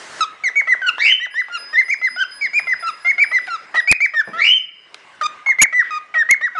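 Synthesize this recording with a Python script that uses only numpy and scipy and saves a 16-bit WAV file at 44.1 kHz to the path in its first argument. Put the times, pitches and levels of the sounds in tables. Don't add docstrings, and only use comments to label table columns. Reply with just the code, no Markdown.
import sys
import numpy as np
from scipy import signal
from scipy.fft import next_fast_len
from scipy.io import wavfile
from scipy.ndimage import uniform_filter1d, minimum_filter1d

SR = 44100
rng = np.random.default_rng(int(sys.argv[2]) if len(sys.argv) > 2 else 0)


def digitize_waveform(pressure):
    field = np.atleast_2d(pressure).T
    bounded = np.clip(field, -1, 1)
    quanta = np.round(bounded * 32767).astype(np.int16)
    wavfile.write(sys.argv[1], SR, quanta)


def boost_factor(decibels):
    exponent = np.asarray(decibels, float) / 20
    return 10 ** exponent


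N = 290619


def read(points, hz):
    f, value = np.transpose(points)
    return np.interp(np.log(hz + 1), np.log(f + 1), value)


def add(mix, s, sound):
    part = mix[round(s * SR):][:len(sound)]
    part += sound[:len(part)]


def smooth_noise(shape, size):
    return uniform_filter1d(rng.standard_normal(shape), size=size)


def bumps(t, rows):
    return sum(db * np.exp(-((t - s) / width) ** 2) for s, db, width in rows)


def hiss(spectrum, patchy_db, bands=()):
    frames, hz = N // 128 + 6, np.fft.rfftfreq(512, 1 / SR)
    a, b, patches = rng.standard_normal((frames, 257, 3)).T
    patches = uniform_filter1d(uniform_filter1d(patches, size=5, axis=0), size=20, axis=1)
    colour_db = read(spectrum, hz) + sum(db * np.exp(-((hz - f) / w) ** 2) for f, w, db in bands)
    z = (a + 1j * b) * boost_factor(colour_db[:, None] + patchy_db * patches / patches.std())
    x = signal.istft(z, nperseg=512, noverlap=384)[1][:N]
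    return x / x.std()


# t/s, depth/dB, hold/s, recovery/s
DUCKS = [
    (0, -2, 0.046, 0.072),
    (1.128, -19, 0.081, 0.36),
    (1.845, -4, 0.41, 0.38),
    (3.88, -14, 0.072, 0.52),
    (4.534, -20.5, 0.13, 0.33),
    (5.465, -6, 1.24, .3),
]


def air_db():
    t, fall_s = np.arange(N) / SR, 0.058
    level_db = np.full(N, -59.5)
    for s, depth_db, hold, recovery in DUCKS:
        duck = np.minimum((t - s) / fall_s + 1, (s + hold - t) / recovery + 1)
        level_db += depth_db * np.clip(duck, 0, 1)
    return level_db


# f/Hz, level per Hz/dB
AIR_SPECTRUM = [(24, -48.5), (40, -29), (440, -8.5), (933, -9), (1020, -2.5), (1330, -9.5), (1640, -4.5),
                (1890, -5), (2880, -11), (3320, -15), (6720, -24.5), (11000, -36), (14300, -51.5),
                (22000, -120)]
# f/Hz, width/Hz, level/dB
DRONE_BANDS = [
    (610, 20, 1.5),
    (1580, 55, 6.5),
    (2080, 130, 5),
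    (2800, 52, 4),
]
# f/Hz, level per Hz/dB
RUMBLE_SPECTRUM = [(20, -2), (60, -2.5), (200, 0.5), (600, -4), (1500, -18.5), (22000, -97.5)]


def background():
    air = boost_factor(air_db() + 14.5) * hiss(AIR_SPECTRUM, patchy_db=3.0, bands=DRONE_BANDS)
    return air + boost_factor(-68.5) * hiss(RUMBLE_SPECTRUM, patchy_db=1.5)


# f/Hz, level per Hz/dB
RUSTLE_SPECTRUM = [(35, -34), (60, -24.5), (232, -18.5), (367, -10.5), (418, -11.5), (2010, -5.5),
                   (2290, -14.5), (6660, -18), (10100, -24), (11000, -27), (14300, -37.5), (22000, -120)]


def feather_rustle():
    t, end_s = np.arange(N) / SR, .2
    swell_db = 3 * np.minimum(t / end_s, 1) ** 4
    fade_db = 300 * np.maximum(t - end_s, 0)
    return boost_factor(np.maximum(-37.5 + swell_db - fade_db, -90)) * hiss(RUSTLE_SPECTRUM, patchy_db=1.5)


# f/Hz, t60/s
ROOM_DECAY = [(300, 0.71), (1500, 0.33), (3000, 0.31), (4500, 0.15), (10000, 0.21)]


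def room(x, stretch):
    taps = np.zeros(SR)
    at = np.arange(120, SR - 20, 20)
    taps[at + rng.integers(0, 20, len(at))] = rng.choice([-1., 1.], len(at))
    hz, t, z = signal.stft(taps, SR, nperseg=256)
    t60 = stretch * read(ROOM_DECAY, hz)[:, None]
    tail = signal.istft(z * boost_factor(-60 * t / t60), SR, nperseg=256)[1]
    return signal.fftconvolve(x, tail / np.linalg.norm(tail))[:N]


def columns(rows, size):
    s, *values = np.transpose(rows)
    t = np.arange(s[0], s[-1], 1 / SR)
    return t - s[0], [uniform_filter1d(np.interp(t, s, v), size, mode="nearest") for v in values]


def far_call(rows):
    t, (level_db, hz, upper_db, upper_hz) = columns(rows, size=200)
    tremble = 1 + [[.025], [.33]] * smooth_noise((2, len(t)), 70)
    low, high = 2 * np.pi * np.cumsum([hz, upper_hz] * tremble, axis=1) / SR
    voice = np.cos(low) + boost_factor(-29.0) * np.cos(2 * low) + boost_factor(-49) * np.cos(3 * low)
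    upper = np.cos(high) + boost_factor(-16.5) * np.cos(1.5 * high) + boost_factor(-25.0) * np.cos(1.75 * high)
    return boost_factor(level_db + 4.0) * (voice + boost_factor(upper_db) * upper) * signal.windows.tukey(len(t), .05)


FAR_CALL_STARTS = [
    0.98,
    4.372,
]
# t/s, level/dB, f/Hz, upper voice level/dB, upper voice f/Hz
FIRST_CALL = [
    (0, -36, 1586, -9.5, 3460),
    (0.017, -22.5, 1837, -3, 3775),
    (.04, -17.5, 2268, -15.5, 4390),
    (0.062, -18.5, 2284, -11.5, 4800),
    (0.071, -15.5, 2630, -13.5, 4840),
    (.105, -16.5, 2940, -21.5, 4900),
    (0.131, -13.5, 3103, -45, 4800),
    (0.156, -31.5, 2910, -33, 5050),
]
SECOND_CALL = [
    (0, -28.5, 1674, -12.5, 3395),
    (0.018, -22.5, 1916, -11.5, 3850),
    (0.047, -14.5, 2267, -19, 4402),
    (0.065, -20.5, 2370, -12.5, 4800),
    (.078, -13.5, 2798, -18, 4900),
    (0.111, -12.5, 2965, -27.5, 5190),
    (.14, -20.5, 3113, -44, 5000),
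    (0.175, -25, 3106, -48, 5000),
    (.2, -19, 3025, -39, 5030),
]


def far_bird():
    out = np.zeros(N)
    for s, shape in zip(FAR_CALL_STARTS, (FIRST_CALL, SECOND_CALL)):
        add(out, s, far_call(shape))
    return out


# t/s, level/dB of each of the four modes
BELL_STRIKES = [(1.303, -43, -52.5, -53.5, -52.5), (1.564, -40.5, -52, -35.5, -45),
                (1.827, -57, -48.5, -41, -47.5), (2.063, -51, -45, -35.5, -45),
                (2.304, -44.5, -35, -49.5, -42.5), (2.552, -49.5, -43.5, -38.5, -43),
                (2.789, -48, -40.5, -44, -43), (2.987, -42.5, -48.5, -46.5, -47),
                (3.214, -69, -40.5, -50.5, -42.5), (3.406, -68, -48.5, -57, -55),
                (3.764, -63.5, -45, -49.5, -51), (3.993, -52, -65, -50, -58),
                (4.24, -70.5, -54.5, -81, -55.5), (4.449, -66, -57, -54.5, -56),
                (4.7, -70, -60.5, -67.5, -82.5)]
# f/Hz, t60/s
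BELL_MODES = [
    (1668, 1.5),
    (5000, 1.8),
    (5022, 1.8),
    (9905, .55),
]


def bell():
    out = np.zeros(N)
    ends = [row[0] for row in BELL_STRIKES[1:]] + [N / SR]
    random_turns = rng.random((len(BELL_STRIKES), 3, len(BELL_MODES)))
    for (s, *mode_db), end, turns in zip(BELL_STRIKES, ends, random_turns):
        t = np.arange(0, end - s + 0.0023, 1 / SR)
        ring = np.zeros(len(t))
        for (hz, t60), db, p, quick, lean in zip(BELL_MODES, mode_db, *turns):
            sway_db = 3.5 * np.sin(2 * np.pi * ((3 + 4 * quick) * t + lean))
            ring += boost_factor(db + 1.5 - 60 * t / t60 + sway_db) * np.sin(2 * np.pi * (hz * t + p))
        hz, t60 = BELL_MODES[-1]
        twin = np.sin(2 * np.pi * ((hz + 11) * t + turns[1, 0]))
        ring += boost_factor(mode_db[-1] - 3.5 - 60 * t / t60) * twin
        clapper = np.diff(rng.standard_normal(len(t) + 2), 2) / 2
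        clapper = boost_factor(mode_db[-1] - 8 - 60 * t / .16) * clapper
        add(out, s, (ring * np.clip(t / .018, 0, 1) + clapper) * np.clip((t[-1] - t) / .01, 0, 1))
    return out


# t/s, peak level/dB, f/Hz,
# t60/s
TICKS = [(.982, -14.5, 1020, 0.029), (1.484, -26, 1030, 0.028), (2.035, -36.5, 4300, .004),
         (3.745, -17, 950, 0.058), (3.748, -30, 4200, .14), (4.2, -35, 6700, .004),
         (4.274, -26, 600, 0.17), (4.275, -33, 220, .2), (4.287, -43.5, 6000, .006),
         (4.309, -50, 6000, 0.0065), (5.15, -52, 6600, .08), (4.944, -20, 2400, 0.01),
         (4.944, -27, 6000, .008), (4.945, -28, 1100, .02), (5.213, -29, 4500, .09),
         (5.466, -19, 1000, .03), (5.487, -19.5, 1050, .03), (5.83, -24, 1750, 0.7),
         (5.84, -42, 3300, .7), (5.845, -47, 5000, .7),
         (.82, -32, 800, 0.019), (0.981, -29, 2100, 0.02), (1.072, -36, 700, 0.017),
               (1.11, -34.5, 800, 0.012), (1.12, -45.5, 700, 0.016), (1.267, -33, 900, 0.024),
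               (2.431, -48, 220, 0.27), (2.598, -20.5, 1000, 0.018), (3.469, -26.5, 2000, 0.013),
               (3.471, -25, 1600, 0.024), (3.478, -42.5, 3500, 0.043), (3.486, -27.5, 2200, 0.037),
               (4.533, -44.5, 900, 0.011), (4.642, -53.5, 400, .03), (5.655, -27, 900, 0.016),
               (5.821, -39, 1000, 0.015), (2.739, -51, 90, 0.15), (0.499, -28.5, 990, 0.03),
               (.618, -22.5, 900, 0.014), (.75, -24.5, 830, 0.016), (3.25, -34.5, 1200, 0.04),
               (3.318, -22.5, 1110, 0.061), (3.756, -21.5, 2600, 0.13), (4.35, -38.5, 457, 0.66),
               (4.462, -33, 900, 0.016), (2.1, -50, 252, 0.47)]


def ticks():
    t, out = np.arange(4000) / SR, np.zeros(N)
    for s, peak_db, hz, t60 in TICKS:
        ring = signal.iirpeak(hz, 1.1 + 5 * max(t60 - .2, 0), SR)
        burst = signal.lfilter(*ring, rng.standard_normal(len(t)))
        burst = signal.lfilter(*ring, burst) * boost_factor(-60 * t / t60)
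        burst *= np.clip((t[-1] - t) / .02, 0, 1)
        add(out, s, boost_factor(peak_db) * burst / abs(burst).max())
    return out


def note_shape(length, peak_db, open_hz, crest_hz, swell_db, close_s,
               crest, bend, swell, fall, fall_power, close_db):
    t = np.arange(0, length, 1 / SR)
    open_s = length - close_s
    u = t / open_s
    crest = np.clip(crest, .2, 1)
    closing = np.clip((t - crest * open_s) / (length - crest * open_s), 0, 1)
    hz = crest_hz + (open_hz - crest_hz) * np.clip(1 - u / crest, 0, 1) ** bend
    hz = hz * (1 - fall * closing ** fall_power)
    level_db = peak_db - swell_db * np.clip(1 - u, 0, 1) ** swell
    return t, level_db + close_db * np.clip((t - length) / close_s + 1, 0, 1) ** 1.5, hz


# t/s, pitch shift/share, level shift/dB, width/s
VOICE_CATCHES = [(0.85, -0.017, 0, 0.0062), (0.86, 0.036, -1.5, 0.0058), (1.5173, -0.017, 4, 0.0036),
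                 (1.745, 0.018, 3, 0.0079), (1.761, -0.041, 3, .007), (1.92, 0.059, -5.5, 0.0046),
                 (2.199, -0.059, -1, 0.0053), (1.791, 0.0095, 6.5, .012), (2.582, -0.018, -1, 0.005),
                 (3.368, -0.072, 1, 0.0074), (2.886, 0.05, -3, 0.0026), (3.538, -0.0099, -1.5, 0.012),
                 (5.801, -0.022, 2.5, .01), (5.598, -0.02, 0.5, .01), (5.26, -.02, 0, 0.005),
                 (3.2115, 0.077, -2, 0.004), (5.612, 0.056, -1.5, 0.0044), (.47, -0.019, 2, 0.0089),
                 (.605, 0.0083, 6.5, 0.0078), (.73, -0.015, 2.5, 0.0079), (3.085, -0.0074, 0, 0.0067),
                 (3.237, 0.02, 1, 0.0062), (5.509, 0, 4, .01), (1.129, -0.085, -8, 0.013),
                 (1.9, -0.11, 1, .012), (3.44, 0.049, 11, 0.0069), (3.754, -0.081, -2, 0.0024),
                 (3.769, 0.068, -0.5, 0.0071), (5.2154, 0.18, 6.5, 0.0016), (5.245, -0.058, -0.5, 0.0078),
                 (5.2705, 0.025, -0.5, 0.0069), (6.146, 0.21, -2.5, 0.0032), (6.563, 0.052, -2, 0.0064),
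                 (0.239, -0.0063, 1.5, .008), (0.494, 0.044, 6, 0.0045), (0.608, 0.012, -0.5, 0.0045),
               (.736, .036, 2, 0.0044), (0.858, .03, -0.5, 0.013), (.85, 0, 0.5, .006),
               (1.215, .04, 2, .012), (1.421, .05, 0.5, 0.012), (1.548, 0, 0.5, 0.01),
               (1.759, -.026, 0.5, 0.014), (1.789, .02, 0, 0.0086), (1.813, 0.0027, 1, 0.012),
               (1.902, 0.048, 2, .012), (1.934, -.044, -1, 0.0079), (2.082, -.047, -0.5, .007),
               (2.44, 0.016, -3.5, 0.0085), (2.54, -.038, 0.5, .012), (2.599, .06, 3, 0.0058),
               (2.843, -0.028, 2.5, .012), (3.243, -.083, -1, 0.0062), (3.337, .025, 1.5, .01),
               (3.384, .066, 3, 0.0064), (3.885, -0.013, 1.5, .006), (3.915, 0.00098, 0, 0.0052),
               (3.925, .02, 5, 0.0069), (4.21, 0.0085, 1.5, 0.0088), (5.27, .05, 5, .005),
               (5.49, .015, 0, .015), (5.598, -.03, 0.5, .016), (5.74, 0, 0, .012),
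               (5.822, -0.07, -2.5, .007), (5.94, 0, 1, 0.025), (5.986, 0.057, 1.5, 0.015),
               (6.219, -.03, -1, 0.0085), (6.295, -.048, -0.5, .016), (6.346, .08, 1, .008),
               (6.48, .08, 3, 0.0059), (3.091, -0.0077, -0.5, 0.015)]


def bend_voice(at, level_db, hz):
    for s, shift, shift_db, width in VOICE_CATCHES:
        bump = np.exp(-((at - s) / width) ** 2)
        hz, level_db = hz * (1 + shift * bump), level_db + shift_db * bump
    return level_db, hz * (1 + .07 * smooth_noise(len(at), 200))


BEAK_OPENINGS = [0.868, 1.525, 2.184, 2.867, 3.504, 3.77, 5.236, 6.179, 6.574]
# t/s, level/dB, width/s
OVERTONE_BREAKS = [(0.591, -2, 0.019), (.7, -0.5, 0.0089), (.84, -4.5, 0.03), (1.36, 9, .012),
                   (1.395, -2, 0.013), (5.251, -8, .008), (5.93, -2.5, 0.0056), (1.233, -2.5, .006),
                   (1.246, -5, 0.0087), (1.745, 12, 0.027), (1.781, -6, 0.0073), (1.892, -3, 0.015),
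                   (1.928, -4.5, 0.013), (2.031, -6.5, 0.0088), (2.543, 7, 0.014), (2.68, -16.5, 0.013),
                   (2.855, 0.5, .01), (3.32, -13.5, 0.006), (3.374, 0.5, 0.0095), (3.792, -10, 0.013),
                   (4.17, 5.5, 0.0061), (5.6, 3.5, .008), (5.776, 3.5, 0.0022), (5.793, -1.5, 0.0054),
                   (6.42, 4, 0.0081)]


def harmonic_tone(t, note, level_db, hz, phase, second_db, third_db):
    start, length, _, _, crest_hz = note
    opens = max([s - start for s in BEAK_OPENINGS if s < start + length] + [-1])
    shut_db = -16.0 * np.clip((opens - t) / 0.0087 + .5, 0, 1) + 0.13 * (level_db - level_db.max())
    shut_db = shut_db + bumps(start + t, OVERTONE_BREAKS)
    flutter_db = 64.0 * smooth_noise((8, len(t) + 400), 400)[:, 200:-200]
    waver = sum(np.sin(2 * np.pi * (f * t + rng.random())) for f in (35, 60, 95))
    tone = np.cos(phase) * boost_factor(.4 * waver)
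    slope_db = 4.45 + 1.4 * (crest_hz > 1600)
    overtones_db = [second_db, third_db] + [third_db - slope_db * n for n in range(1, 6)]
    for k, db in enumerate(overtones_db, 2):
        dull_db = -5.0 * np.maximum(k * hz / 1000 - 6.5, 0)
        level = boost_factor(db + shut_db + dull_db + flutter_db[k - 1])
        tone = tone + level * np.cos(k * phase) * (k * hz < 10600)
    return boost_factor(level_db) * tone


# f/Hz, level/dB
CROAK_SPECTRUM = [(300, -18.5), (650, 0), (1300, 11), (2600, 0), (4000, -10), (7000, -32), (10000, -38)]
# note start t/s, level/dB
CROAK_LEVELS = [(.437, -3.5), (.556, -4.5), (.673, -1), (.818, 2), (1.196, -8.5), (1.34, -8), (1.492, -8),
                (1.729, -6.5), (1.884, -12), (2.017, -2.5), (2.161, -9), (2.534, -12.5), (2.669, 0),
                (2.822, -4.5), (3.048, -4.5), (3.182, -5), (3.313, -2.5), (3.477, 0.5), (3.741, -2),
                (3.877, -4), (4.004, 0), (4.137, -4.5), (4.334, 0), (5.907, 2), (5.211, -2.5), (5.586, 9.5),
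                (5.725, -2), (6.14, -3.5), (6.292, -5), (6.41, -2.5), (6.551, -7)]


def onset_croak(t, note, hz, phase, croak_db, croak_s):
    start, _, peak_db, *_ = note
    croak_db += sum(db for s, db in CROAK_LEVELS if abs(s - start) < .012)
    every = max(round(np.median(hz) / 680), 2)
    wobble = 2.6 * smooth_noise(len(t), 260)
    croak = np.zeros(len(t))
    for k in range(1, 15):
        if k % every:
            level = boost_factor(read(CROAK_SPECTRUM, k * hz / every))
            croak += level * np.cos(k * (phase / every + wobble))
    croak *= 1 + 1.3 * smooth_noise(len(t), 24)
    croak = signal.sosfilt(signal.butter(4, [480, 7500], "band", fs=SR, output="sos"), croak)
    fade = np.clip(t / .003, 0, 1) / (1 + (t / max(croak_s, .003)) ** 12)
    return croak * boost_factor(croak_db + peak_db + 3) * fade


def whistle(note, voice, kind):
    start, *shape = note
    swell_db, close_s, second_db, third_db, croak_s = voice
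    *kind_shape, croak_db = kind
    t, level_db, hz = note_shape(*shape, swell_db, close_s, *kind_shape)
    level_db, hz = bend_voice(start + t, level_db, hz)
    phase = 2 * np.pi * (np.cumsum(hz) / SR + rng.random())
    tone = harmonic_tone(t, note, level_db, hz, phase, second_db, third_db)
    croak = onset_croak(t, note, hz, phase, croak_db, croak_s)
    edges = np.clip(np.minimum(t / .004, (t[-1] - t) / .003), 0, 1) ** 2
    return (tone + croak) * np.sqrt(2) * edges


# t/s, length/s, peak level/dB, opening f/Hz, crest f/Hz
LOW_NOTES = [(0.207, 0.045, -18, 1364, 1272), (0.817, 0.09, -14.5, 1602, 1450),
             (1.496, 0.09, -23, 1407, 1415), (2.161, 0.085, -14, 1389, 1566),
             (2.825, 0.086, -18, 1440, 1333), (3.476, 0.096, -20, 1563, 1362),
             (4.332, 0.088, -25.5, 1246, 1368), (5.211, 0.063, -17, 1185, 1255),
             (5.906, 0.086, -24, 1266, 1228), (6.551, 0.058, -18, 1515, 1282)]
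LEAD_NOTES = [(.437, 0.059, -16, 2252, 1988), (1.055, 0.078, -15.5, 2200, 2033),
              (1.729, 0.097, -12.5, 1807, 2067), (2.411, 0.068, -14.5, 2334, 2145),
              (3.047, 0.078, -10.5, 2059, 2229), (3.741, 0.071, -11.5, 1865, 1932),
              (4.136, .088, -12.5, 1900, 1737), (5.461, 0.075, -12.5, 2176, 2124),
              (6.14, 0.096, -10.5, 1933, 1832), (1.814, 0.024, -20.5, 1890, 2144)]
ARCH_NOTES = [(1.197, 0.074, -20.5, 1708, 2011), (1.34, 0.087, -14.5, 1628, 2030),
              (1.881, 0.069, -12.5, 2090, 2352), (2.532, 0.07, -10, 2260, 2470),
              (3.18, 0.074, -8.5, 2108, 2308), (3.313, 0.083, -11, 1870, 2117),
              (3.874, 0.061, -8, 2211, 2513), (6.41, 0.078, -14, 1733, 1947)]
FLAT_NOTES = [(0.556, 0.065, -11, 2200, 2252), (0.672, 0.079, -10.5, 1890, 2038),
              (2.014, 0.08, -13, 1981, 2068), (2.669, 0.079, -14, 2094, 2036),
              (4.003, 0.067, -12, 2015, 2332), (5.586, .077, -8.5, 2089, 2268),
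              (5.725, 0.11, -11.5, 1933, 1995), (6.288, 0.063, -7, 1831, 2195)]
# swell/dB, closing/s, 2nd harmonic level/dB, 3rd harmonic level/dB, croak length/s
LOW_VOICES = [(-5.5, 0.015, -16, -9.5, 0.0044), (8, 0.018, -1, -15.5, 0.0038),
              (14, 0.029, -5, -13.5, 0.012), (15, 0.018, -8, -24.5, 0.01), (12, 0.022, -11.5, -16.5, 0.014),
              (10, 0.028, -15.5, -16.5, 0.015), (4, .014, -23, -56.5, 0.17),
              (3.5, 0.0092, -10, -7.5, 0.021), (2.5, 0.013, -8, -17, 0.0025),
              (8.5, 0.012, -20.5, -28.5, 0.024)]
LEAD_VOICES = [(2.5, 0.014, -22.5, -22.5, 0.012), (2.2, 0.017, -41.5, -32, 0.0052),
               (17.5, 0.0218, -30.5, -36.5, 0.013), (10, 0.027, -24, -30, 0.0024),
               (13.3, 0.016, -34.5, -37.5, 0.035), (14, 0.011, -15.5, -27.5, 0.046),
               (16.7, .02, -27, -29.5, 0.019), (5.5, 0.027, -33, -34.5, 0.0048),
               (12, 0.013, -30.5, -33, 0.043), (5, 0.0089, -30, -34, 0.001)]
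ARCH_VOICES = [(14, 0.019, -23, -27, 0.0093), (18.5, .024, -26.5, -33.5, 0.0078),
               (14.7, 0.016, -30.5, -22.5, 0.012), (17, 0.017, -32, -28.5, 0.011),
               (9.3, 0.022, -28, -34.5, 0.017), (16, .028, -25.5, -31.5, 0.011),
               (9.2, 0.021, -23.5, -30, 0.013), (17, 0.036, -25.5, -35, 0.012)]
FLAT_VOICES = [(12, 0.033, -36.5, -27.5, 0.0081), (17, 0.023, -35.5, -32, 0.014),
               (18, 0.028, -25.5, -33.5, 0.0089), (12.5, 0.012, -37, -33.5, 0.012),
               (5.1, 0.0094, -26.5, -30, 0.0065), (7, .02, -36, -34.5, 0.0026),
               (14, 0.029, -36.5, -33.5, 0.013), (11, 0.02, -33.5, -33.5, 0.0096)]
# pitch crest/share of swell, bend power, swell power, pitch fall/share, fall power,
# closing level/dB, croak level re peak/dB
LOW_KIND = (0.76, 1.64, 1, .2, 3, -15, -19.5)
LEAD_KIND = (2.66, 0.89, 2.13, .25, 1.2, -16, -28)
ARCH_KIND = (0.92, 1.1, 1.47, .45, 2.4, -16.5, -29)
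FLAT_KIND = (.5, 1.5, 3, .45, 4.5, -17.5, -31)


def near_bird():
    out = np.zeros(N)
    for kind, notes, voices in [(LOW_KIND, LOW_NOTES, LOW_VOICES), (LEAD_KIND, LEAD_NOTES, LEAD_VOICES),
                                (ARCH_KIND, ARCH_NOTES, ARCH_VOICES), (FLAT_KIND, FLAT_NOTES, FLAT_VOICES)]:
        for note, voice in zip(notes, voices):
            add(out, note[0] - .002, whistle(note, voice, kind))
    return out


def scene():
    near, far = near_bird() + ticks(), far_bird()
    near_sound = near + boost_factor(-13.5) * room(near, stretch=1.0)
    far_sound = boost_factor(-5) * far + boost_factor(2.0) * room(far, stretch=.95)
    next_rooms = boost_factor(-12.5) * room(far + boost_factor(-9) * near, stretch=2.5)
    return (near_sound + far_sound + next_rooms + bell() + background() + feather_rustle())[None]


# start t/s, end t/s, share of swing above which crests flip, same for troughs
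OVERFLOWS = [
    (3.9146, 3.9167, .88, 1.5),
    (3.9250, 3.9254, 1.5, .8),
    (5.6165, 5.6350, .9, .9),
    (6.3110, 6.31235, .9, .9),
]


def overflow(x, swing, limit):
    t = np.arange(len(x)) * 2 / SR
    margin = swing * (1 + .06 * smooth_noise(len(x), 20))
    for start, end, crest, trough in OVERFLOWS:
        flips = (x > crest * margin) * 1. - (x < -trough * margin)
        full = limit * x / (swing + 1e-9)
        x = np.where((t > start) & (t < end), 1.1 * (full - 1.8 * limit * flips), x)
    return x


def low_pass(x):
    return signal.sosfilt(signal.butter(12, 12330, fs=SR, output="sos"), x)


def record(dry):
    x = signal.lfilter(*signal.butter(2, 70, "high", fs=SR), dry[0])
    x = signal.oaconvolve(x, signal.firwin(101, 10300, fs=SR), "same")[::2]
    swing = abs(signal.hilbert(x, next_fast_len(len(x))))[:len(x)]
    limit, top = .69, .92
    gain = np.minimum(1, limit / (uniform_filter1d(swing, size=8) + 1e-9))
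    x = x * minimum_filter1d(gain, size=8)
    x = overflow(x, np.minimum(swing, limit), limit)
    stuffed = np.zeros(2 * len(x))
    stuffed[::2] = 2 * x
    loose = signal.firwin(41, 11000, window=("kaiser", 5), fs=SR)
    smooth = signal.oaconvolve(stuffed, loose, "same")
    return low_pass(np.clip(smooth, -top, top)[None, :N])


dry = scene()
out = record(dry)
digitize_waveform(out)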